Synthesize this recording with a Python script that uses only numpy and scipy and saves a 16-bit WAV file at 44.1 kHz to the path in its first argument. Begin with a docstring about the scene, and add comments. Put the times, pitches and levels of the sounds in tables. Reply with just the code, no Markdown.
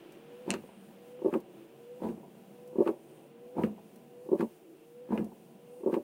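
"""Front seat of a car standing in light rain, microphone inside, close to the windscreen.
First come the cabin's hum and wet traffic outside, its hiss slowly fading, and a drop ticks on the glass.
Half a second in, the wiper arms knock at the near end and the rubber blades flop over in dull thuds.
They sweep out, the motor whining up through the stroke, then knock and flop again at the far end.
So it goes on, a turn about every three quarters of a second, with a few more drops in between."""
import sys
import numpy as np
from scipy import signal
from scipy.fft import rfft, irfft, next_fast_len
from scipy.io import wavfile
from scipy.ndimage import uniform_filter1d, map_coordinates

SR = 44100
rng = np.random.default_rng(int(sys.argv[2]) if len(sys.argv) > 2 else 0)


def wrap_up_sound(samples):
    """Save the sound to the file named by the first command line argument, as 16-bit audio."""
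    columns = np.atleast_2d(samples).T
    # keep every value between -1 and 1, then stretch to whole-number steps
    tamed = np.clip(columns, -1, 1)
    steps = np.round(tamed * 32767).astype(np.int16)
    wavfile.write(sys.argv[1], SR, steps)


N = 265904

# air modes of the cabin around the microphone: pitch_hz, width_hz, gain_db
CABIN_MODES = [(146.8, 22.7, 1), (227, 32.2, 1.5), (274, 35, -1.5), (370, 47.7, 0.5), (554, 51.5, -3),
               (667, 40, -5), (776, 38, -5.5), (991, 62, -13)]
# decay of the padded cabin: frequency_hz, t60_s
CABIN_DECAY = [(100, 0.24), (250, 0.12), (1000, 0.19), (4000, 0.13), (12000, 0.015)]
# reflections off the windows and roof: delay_s, gain_db
CABIN_ECHOES = [(.0055, -9), (0.0124, -10.5)]
# tyres on the wet road, heard from inside: frequency_hz, gain_db
ROAD_SPECTRUM = [(300, -8), (900, -2), (1400, -1.5), (2050, -4.5), (2750, -0.5), (3300, -5), (4200, -13.5),
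                 (7000, -23.5), (15000, -31)]
# a fine high hiss, for the rain and the hiss around the thuds: frequency_hz, gain_db
FINE_SPECTRUM = [(1500, -30), (4000, -4), (6000, -2), (8000, -1.5), (9000, 3), (10200, -.5), (12000, 0),
                 (14000, .5), (15600, 2)]
# thin high hisses: centre_s, half_length_s, level_db
HISSES = [(0.747, 0.14, -75.5), (3.128, .16, -76), (5.76, 0.087, -74)]
# raindrops on the glass: start_s, relative_db
RAINDROPS = [(0.1217, -45.5), (1.4025, -46), (2.676, -49), (3.9595, -48), (5.2443, -44.5)]
# rubber rubbing on glass, and the blade shuddering: pitch_hz, width_hz, gain_db
RUB_MODES = [(336, 35, 6.5), (379, 55, -11.5), (456, 7.4, -19)]
JUDDER_MODES = [(193, 14.5, -6), (236, 14.4, -12.5)]
# an arm snaps and rattles: start_s, level_db, edge_hz
ARM_SNAPS = [(0.5049, -15.5, 10400), (0.5131, -24.5, 8540), (0.539, -30, 6940), (0.553, -53, 7000)]
# the ring of a hard contact, and of the blade's frame: pitch_hz, width_hz, gain_db
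SNAP_MODES = [(1650, 500, -6), (2760, 270, 4.5), (4240, 230, -3), (6800, 2640, -4.5), (9300, 2800, -4)]
FRAME_MODES = [(1218, 160, 3), (1653, 210, 0), (2540, 830, -2.5), (2726, 430, 5.5), (2823, 630, 0)]
# water splashing under a blade: frequency_hz, gain_db
SPLASH_SPECTRUM = [(1500, -5), (3400, 1.5), (4600, -2), (5800, -11), (8800, -6), (11000, -11),
                   (15500, -11.5)]
# the windscreen, struck far from and near the microphone: pitch_hz, width_hz, gain_db
FAR_GLASS_MODES = [(150, 24, -24.5), (220.2, 49, -5), (364.5, 57.7, 2.5), (523, 94, -8.5),
                   (584.6, 22, -5.5), (624, 220, -20), (805, 113, -25.5), (950, 88, -25.5),
                   (1110, 74, -24.5)]
NEAR_GLASS_MODES = [(98, 7.8, -15.5), (144, 13, -29), (212.8, 30.3, 5), (363, 78, -1.5), (462, 49, -0.5),
                    (522, 78, -6.5), (665, 32, -12.5), (817, 97, -18.5), (969, 56, -15), (1050, 120, -54)]
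# how each named contact lands, added to its knock or flip: gain_db, boom_db, rap_db
FAR_CONTACTS = dict(slack=(-10.5, -2.5, 8.8), arm=(1, 0.68, 1), second_arm=(3.8, -12, 1),
                rebound=(-6.5, 2.3, 12.5), peel=(0, 1.8, 5.7), blade=(-2.1, 2.2, 18),
                second_blade=(0, -3.1, 8.8), settle=(-7, 6, 1))
NEAR_CONTACTS = dict(slack=(-3, -0.78, 2.9), arm=(0, 0, 9.3), second_arm=(-1.5, 1.9, 0.74),
                 rebound=(-5.5, 0, 7.8), peel=(-12.5, -2, 3), blade=(0, -2, -10.5),
                 second_blade=(0, 7.2, -31), settle=(-6, 7.1, 4))
# gaps between the contacts of a turn: slack_s, rebound_s, peel_s, settle_s
FAR_GAPS = dict(slack_s=.028, rebound_s=.035, peel_s=0.01149, settle_s=0.00931)
NEAR_GAPS = dict(slack_s=.016, rebound_s=0.032, peel_s=.016, settle_s=.018)
# the linkage takes up its play after each near knock: delay_s, level_db, boom_db, rap_db
LINKAGE_PLAY = [(.142, -39.5, 2, 0), (.196, -43, -1, 12)]
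# the arms halt, near and far by turns: start_s, relative_db, second_arm_lag_s, boom_db, scuff_relative_db
ARM_KNOCKS = [(.493, -24, .011, -1, -39.5), (1.2465, -20, .0133, -2.5, -53),
              (2.034, -24.5, 0.0094, -1.5, -44.5), (2.7839, -18.5, 0.021, 1, -49.5),
              (3.582, -21.5, 0.00806, -1, -42), (4.316, -19.5, .0135, 2.5, -56),
              (5.121, -22, 0.0089, 0.5, -40.5), (5.8612, -20, .0133, -1.5, -55)]
# the blades then flip: start_s, relative_db, second_blade_lag_s, second_relative_db, boom_db,
# slap_relative_db, splash_relative_db
BLADE_FLIPS = [(0.5391, -27, .02, -38, -3, -31.5, 3.5), (1.339, -22.5, 0.013, -19, 0.5, -30, -5),
               (2.088, -26.5, .017, -35.5, 1.5, -52, 3), (2.875, -19.5, 0.015, -20, -5.5, -28.5, -5),
               (3.6363, -20, .0135, -26, 0.5, -31, -3), (4.4074, -21.5, .018, -21, 5.5, -30, 0),
               (5.1765, -25, 0.014, -23.5, 0, -33.5, -5), (5.9403, -21, 0.025, -21, 1, -29.5, -3.5)]

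STROKE_S = .77  # from one end to the other
# friction peaks once a stroke, going in (to the near end) or out: level_db, before_end_s, spread_s
RUB_IN, RUB_OUT = (-55, 0.46, .15), (-64, .66, 0.34)
JUDDER_IN, JUDDER_OUT = (-70.5, 0.16, .4), (-58, 0.46, 0.22)
# the motor's load eases before the end of a stroke: swell_lead_s, swell_spread_s, pitch_climb_s
EASE_IN, EASE_OUT = (.235, 0.051, 0.38), (0.21, 0.051, .52)
LOADED_HZ, LOADED_DB, FREE_HZ, FREE_DB = 447, -64.5, 506, -49.5  # whine under load and running free
BRAKE_S, BRAKE_DB = .05, 5.5  # the whine sinks as the arms slow into the turn
# wet rubber scuffs at a knock, peels off and slaps down at a flip: rise_s, t60_s
SCUFF, PEEL, SLAP = (0.019, 0.32), (0.0075, 0.12), (0.00093, 0.07)
SCUFF_LAG_S, FLIP_HISS_HALF_S = 0.0073, 0.056
PEEL_DB, CLACK_DB = (-33, -10), (0.5, -8.5)  # added to slap_relative_db: near_db, far_db
SLACK_GROWTH_DB, SETTLE_LOSS_DB = 13, 4  # from one tap to the next


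def amp(db):
    """Decibels to gain."""
    return 10 ** (np.asarray(db) / 20)


def unit(x):
    """Scale to rms 1."""
    return x / np.sqrt(np.mean(x ** 2) + 1e-20)


def along(points, hz):
    """Read (frequency_hz, value) points on a log axis."""
    f, v = np.transpose(points)
    return np.interp(np.log(hz + 1), np.log(f + 1), v)


def wobble(rate):
    """A smooth random curve, rate knots a second."""
    return map_coordinates(rng.standard_normal(int(N * rate / SR) + 4), [np.arange(N) * rate / SR])


def add(track, s, sound):
    """Mix a sound in at s seconds."""
    part = track[max(round(s * SR), 0):][:len(sound)]
    part += sound[:len(part)]


def filtered(x, response):
    """Pass x through a complex frequency response."""
    size = next_fast_len(len(x) + SR // 4)
    return irfft(rfft(x, size) * response(np.fft.rfftfreq(size, 1 / SR)), size)[:len(x)]


def noise(spectrum):
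    """Noise of rms 1 with a (frequency_hz, gain_db) spectrum."""
    return unit(filtered(rng.standard_normal(N), lambda hz: amp(along(spectrum, hz))))


def resonances(modes, f):
    """Causal response of (pitch_hz, width_hz, gain_db) modes."""
    return sum((-1) ** k * amp(db) * 1j * f * width / (hz * hz - f * f + 1j * f * width)
               for k, (hz, width, db) in enumerate(modes))


def resonant_noise(modes, low_hz, edge_hz):
    """Noise of rms 1 in a set of resonances, falling steeply outside the two edges."""
    def response(f):
        low_cut = f ** 2 / np.hypot(f ** 2, low_hz ** 2)
        return resonances(modes, f) * low_cut / (1 + (f / edge_hz) ** 8)
    return unit(filtered(rng.standard_normal(N), response))


def ring(modes, low_hz, high_hz, order):
    """One blow on a set of modes, peak 1; the softer the contact, the lower its upper edge."""
    free = irfft(resonances(modes, np.fft.rfftfreq(SR // 4, 1 / SR)))
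    band = signal.butter(order, [low_hz, min(high_hz, .45 * SR)], 'band', fs=SR, output='sos')
    blow = signal.sosfilt(band, free)
    return blow / np.abs(blow).max()


def in_cabin(x, wet_db):
    """A short sound reaches the microphone with its own diffuse tail from the padded cabin."""
    hz, t, spectra = signal.stft(rng.standard_normal(SR // 4), SR, nperseg=256)
    decay = amp(-60 * t / along(CABIN_DECAY, hz)[:, None])
    tail = signal.istft(spectra * decay, SR, nperseg=256)[1]
    return x + amp(wet_db) * signal.fftconvolve(x, tail / np.linalg.norm(tail))[:len(x)]


def traffic(t):
    """Outside, tyres hiss on the wet road and fade as the crossing cars leave."""
    first_db, last_db, fade_s = -64, -72.5, 2.35
    level_db = last_db + (first_db - last_db) * np.exp(-t / fade_s)
    return amp(level_db + 0.63 * wobble(10)) * noise(ROAD_SPECTRUM)


def cabin_hum(t):
    """Room tone: the air around the microphone hums in its modes; the level dips briefly once."""
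    dip_db = 5.5 * np.exp(-((t - 4.68) / 0.28) ** 2)
    return amp(-57.5 - dip_db + 1.2 * wobble(12)) * resonant_noise(CABIN_MODES, low_hz=94, edge_hz=3200)


def hisses(t):
    """Faint, thin hisses come and go high in the treble."""
    swell = sum(amp(db) * np.exp(-((t - s) / half_s) ** 4) for s, half_s, db in HISSES)
    return swell * resonant_noise([(9000, 800, 0)], low_hz=7000, edge_hz=14000)


def rain(t):
    """Fine rain fizzes on the outside of the glass, and single drops tick as they splash."""
    out = amp(-70.5 + 1.4 * wobble(11)) * noise(FINE_SPECTRUM)
    decay = amp(-10.5 - 60 * t[:SR // 4] / 0.045)
    for s, db in RAINDROPS:
        add(out, s, amp(db) * decay * noise(FINE_SPECTRUM)[:len(decay)])
    return out


def stroke_state(t, inward, outward):
    """At each moment: seconds left in the stroke, and the settings for its direction."""
    ends = np.array([knock[0] for knock in ARM_KNOCKS] + [ARM_KNOCKS[-1][0] + STROKE_S])
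    stroke = np.searchsorted(ends, t)
    return ends[stroke] - t, np.array([inward, outward])[stroke % 2].T


def motor_whine(t):
    """The gear whine climbs and swells as the load eases towards the end of each stroke."""
    left_s, (lead_s, spread_s, climb_s) = stroke_state(t, EASE_IN, EASE_OUT)
    hz = LOADED_HZ + (FREE_HZ - LOADED_HZ) * np.clip(1 - left_s / climb_s, 0, 1)
    phase = 2 * np.pi * np.cumsum(hz * (1 + 0.0046 * wobble(45))) / SR
    ease = 1 / (1 + np.exp((left_s - lead_s) / spread_s))
    level_db = LOADED_DB + (FREE_DB - LOADED_DB) * ease
    braking_db = BRAKE_DB * np.clip(1 - left_s / BRAKE_S, 0, 1)
    flutter_db = .5 * wobble(4) + 1.5 * wobble(45)
    return amp(level_db - braking_db + flutter_db) * unit(np.sin(phase))


def rubber_friction(t):
    """The blades drag over the glass, mostly rubbing on the way in and juddering on the way out."""
    def swell(inward, outward):
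        left_s, (db, lead_s, spread_s) = stroke_state(t, inward, outward)
        return amp(db) * np.exp(-((left_s - lead_s) / spread_s) ** 2 / 2)
    rub = swell(RUB_IN, RUB_OUT) * resonant_noise(RUB_MODES, low_hz=280, edge_hz=800)
    judder = swell(JUDDER_IN, JUDDER_OUT) * resonant_noise(JUDDER_MODES, low_hz=169.5, edge_hz=470)
    return rub + judder


def hiss_and_rumble(t, thuds):
    """A faint high hiss and low rumble swell with the thuds, the hiss most as the blades flip."""
    swell = np.abs(uniform_filter1d(thuds ** 2, size=2000)) ** .25
    flipping = sum(np.exp(-((t - flip[0]) / FLIP_HISS_HALF_S) ** 2) for flip in BLADE_FLIPS)
    hiss = swell * (amp(-61.5) + amp(-50.5) * flipping) * noise(FINE_SPECTRUM)
    rumble = amp(-63) * (swell + .022) * noise([(20, 0), (55, -3), (95, 0), (200, -40), (600, -120)])
    return hiss + rumble


def snaps_and_clacks():
    """An arm snaps at the first turn, and a blade's frame clacks against its stop at every flip."""
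    out = np.zeros(N)
    clacks = [(s, slap_db + CLACK_DB[k % 2], 2600) for k, (s, *_, slap_db, _) in enumerate(BLADE_FLIPS)]
    for s, db, edge_hz in ARM_SNAPS + clacks:
        click = ring(SNAP_MODES, low_hz=920, high_hz=edge_hz, order=3)
        add(out, s, amp(db) * in_cabin(click, wet_db=-9.5))
    return out


def blade_slaps(t):
    """Each blade scuffs, peels off and slaps down on its other edge: its frame rings, water splashes."""
    def burst(s, db, rise_s, t60_s):
        return amp(db - 12.5) * np.exp(np.minimum((t - s) / rise_s, (s - t) * np.log(1000) / t60_s))
    frame, water = np.zeros(N), np.zeros(N)
    for k, (knock_s, *_, scuff_db) in enumerate(ARM_KNOCKS):
        flip_s, *_, slap_db, splash_db = BLADE_FLIPS[k]
        gaps = FAR_GAPS if k % 2 else NEAR_GAPS
        scuff = burst(knock_s + SCUFF_LAG_S, scuff_db, *SCUFF)
        peel = burst(flip_s - gaps['peel_s'], slap_db + PEEL_DB[k % 2], *PEEL)
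        envelope = scuff + peel + burst(flip_s, slap_db, *SLAP)
        frame += envelope
        water += envelope * amp(splash_db - 10)
    return frame * resonant_noise(FRAME_MODES, low_hz=607, edge_hz=2820) + water * noise(SPLASH_SPECTRUM)


def turn_blows(knocks, flips, contacts, slack_s, rebound_s, peel_s, settle_s):
    """At each turn slack runs out, both arms knock and rebound, both blades peel, flip and settle."""
    blows = []

    def strike(name, s, db, boom_db):
        gain_db, more_boom_db, rap_db = contacts[name]
        blows.append((s, db + gain_db, boom_db + more_boom_db, rap_db))
    for s, db, lag_s, boom_db, _ in knocks:
        strike('slack', s - 2 * slack_s, db - SLACK_GROWTH_DB, boom_db)
        strike('slack', s - slack_s, db, boom_db)
        strike('arm', s, db, boom_db)
        strike('second_arm', s + lag_s, db, boom_db)
        strike('rebound', s + rebound_s, db, boom_db)
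    for s, db, lag_s, second_db, boom_db, *_ in flips:
        strike('peel', s - peel_s, db, boom_db)
        strike('blade', s, db, boom_db)
        strike('second_blade', s + lag_s, second_db, boom_db)
        for k in range(2):
            strike('settle', s + lag_s + (k + 1) * settle_s, second_db - k * SETTLE_LOSS_DB, boom_db)
    return blows


def windscreen_thuds(blows, glass, echo_db, wet_db, edge_hz):
    """Soft blows ring the glass; where they land sets the share of low (boom) and high (rap) modes."""
    out = np.zeros(N)
    for s, db, boom_db, rap_db in blows:
        modes = [(hz, width, gain_db + boom_db * (170 < hz < 290) + rap_db * (hz > 630))
                 for hz, width, gain_db in glass]
        thud = amp(db) * ring(modes, low_hz=57.6, high_hz=edge_hz, order=7)
        onset_s = s - .001
        add(out, onset_s, in_cabin(thud, wet_db))
        for delay_s, wall_db in CABIN_ECHOES:
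            add(out, onset_s + delay_s, amp(echo_db + wall_db) * thud)
    return out


def scene():
    """From the front seat: traffic outside, rain on the glass, the wipers close in front."""
    t = np.arange(N) / SR
    far = turn_blows(ARM_KNOCKS[1::2], BLADE_FLIPS[1::2], FAR_CONTACTS, **FAR_GAPS)
    near = turn_blows(ARM_KNOCKS[::2], BLADE_FLIPS[::2], NEAR_CONTACTS, **NEAR_GAPS)
    play = [(knock[0] + delay_s, *blow) for knock in ARM_KNOCKS[::2] for delay_s, *blow in LINKAGE_PLAY]
    thuds = windscreen_thuds(far, FAR_GLASS_MODES, echo_db=2.5, wet_db=-10.5, edge_hz=1020)
    thuds += windscreen_thuds(near + play, NEAR_GLASS_MODES, echo_db=-1.5, wet_db=-3.5, edge_hz=1230)
    turns = hiss_and_rumble(t, thuds) + blade_slaps(t) + snaps_and_clacks() + thuds
    strokes = motor_whine(t) + rubber_friction(t)
    background = traffic(t) + cabin_hum(t) + hisses(t) + rain(t)
    return background + strokes + turns


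def record(dry):
    """The camera behind the microphone adds a thin, wavering whistle and cuts off the highest treble."""
    whistle_hz, top_hz = 15489, 15850
    whistle = amp(-83) * unit(np.sin(2 * np.pi * whistle_hz * np.arange(N) / SR + wobble(25)))
    return filtered(dry + whistle, lambda hz: hz < top_hz)


dry = scene()
out = record(dry)
wrap_up_sound(out)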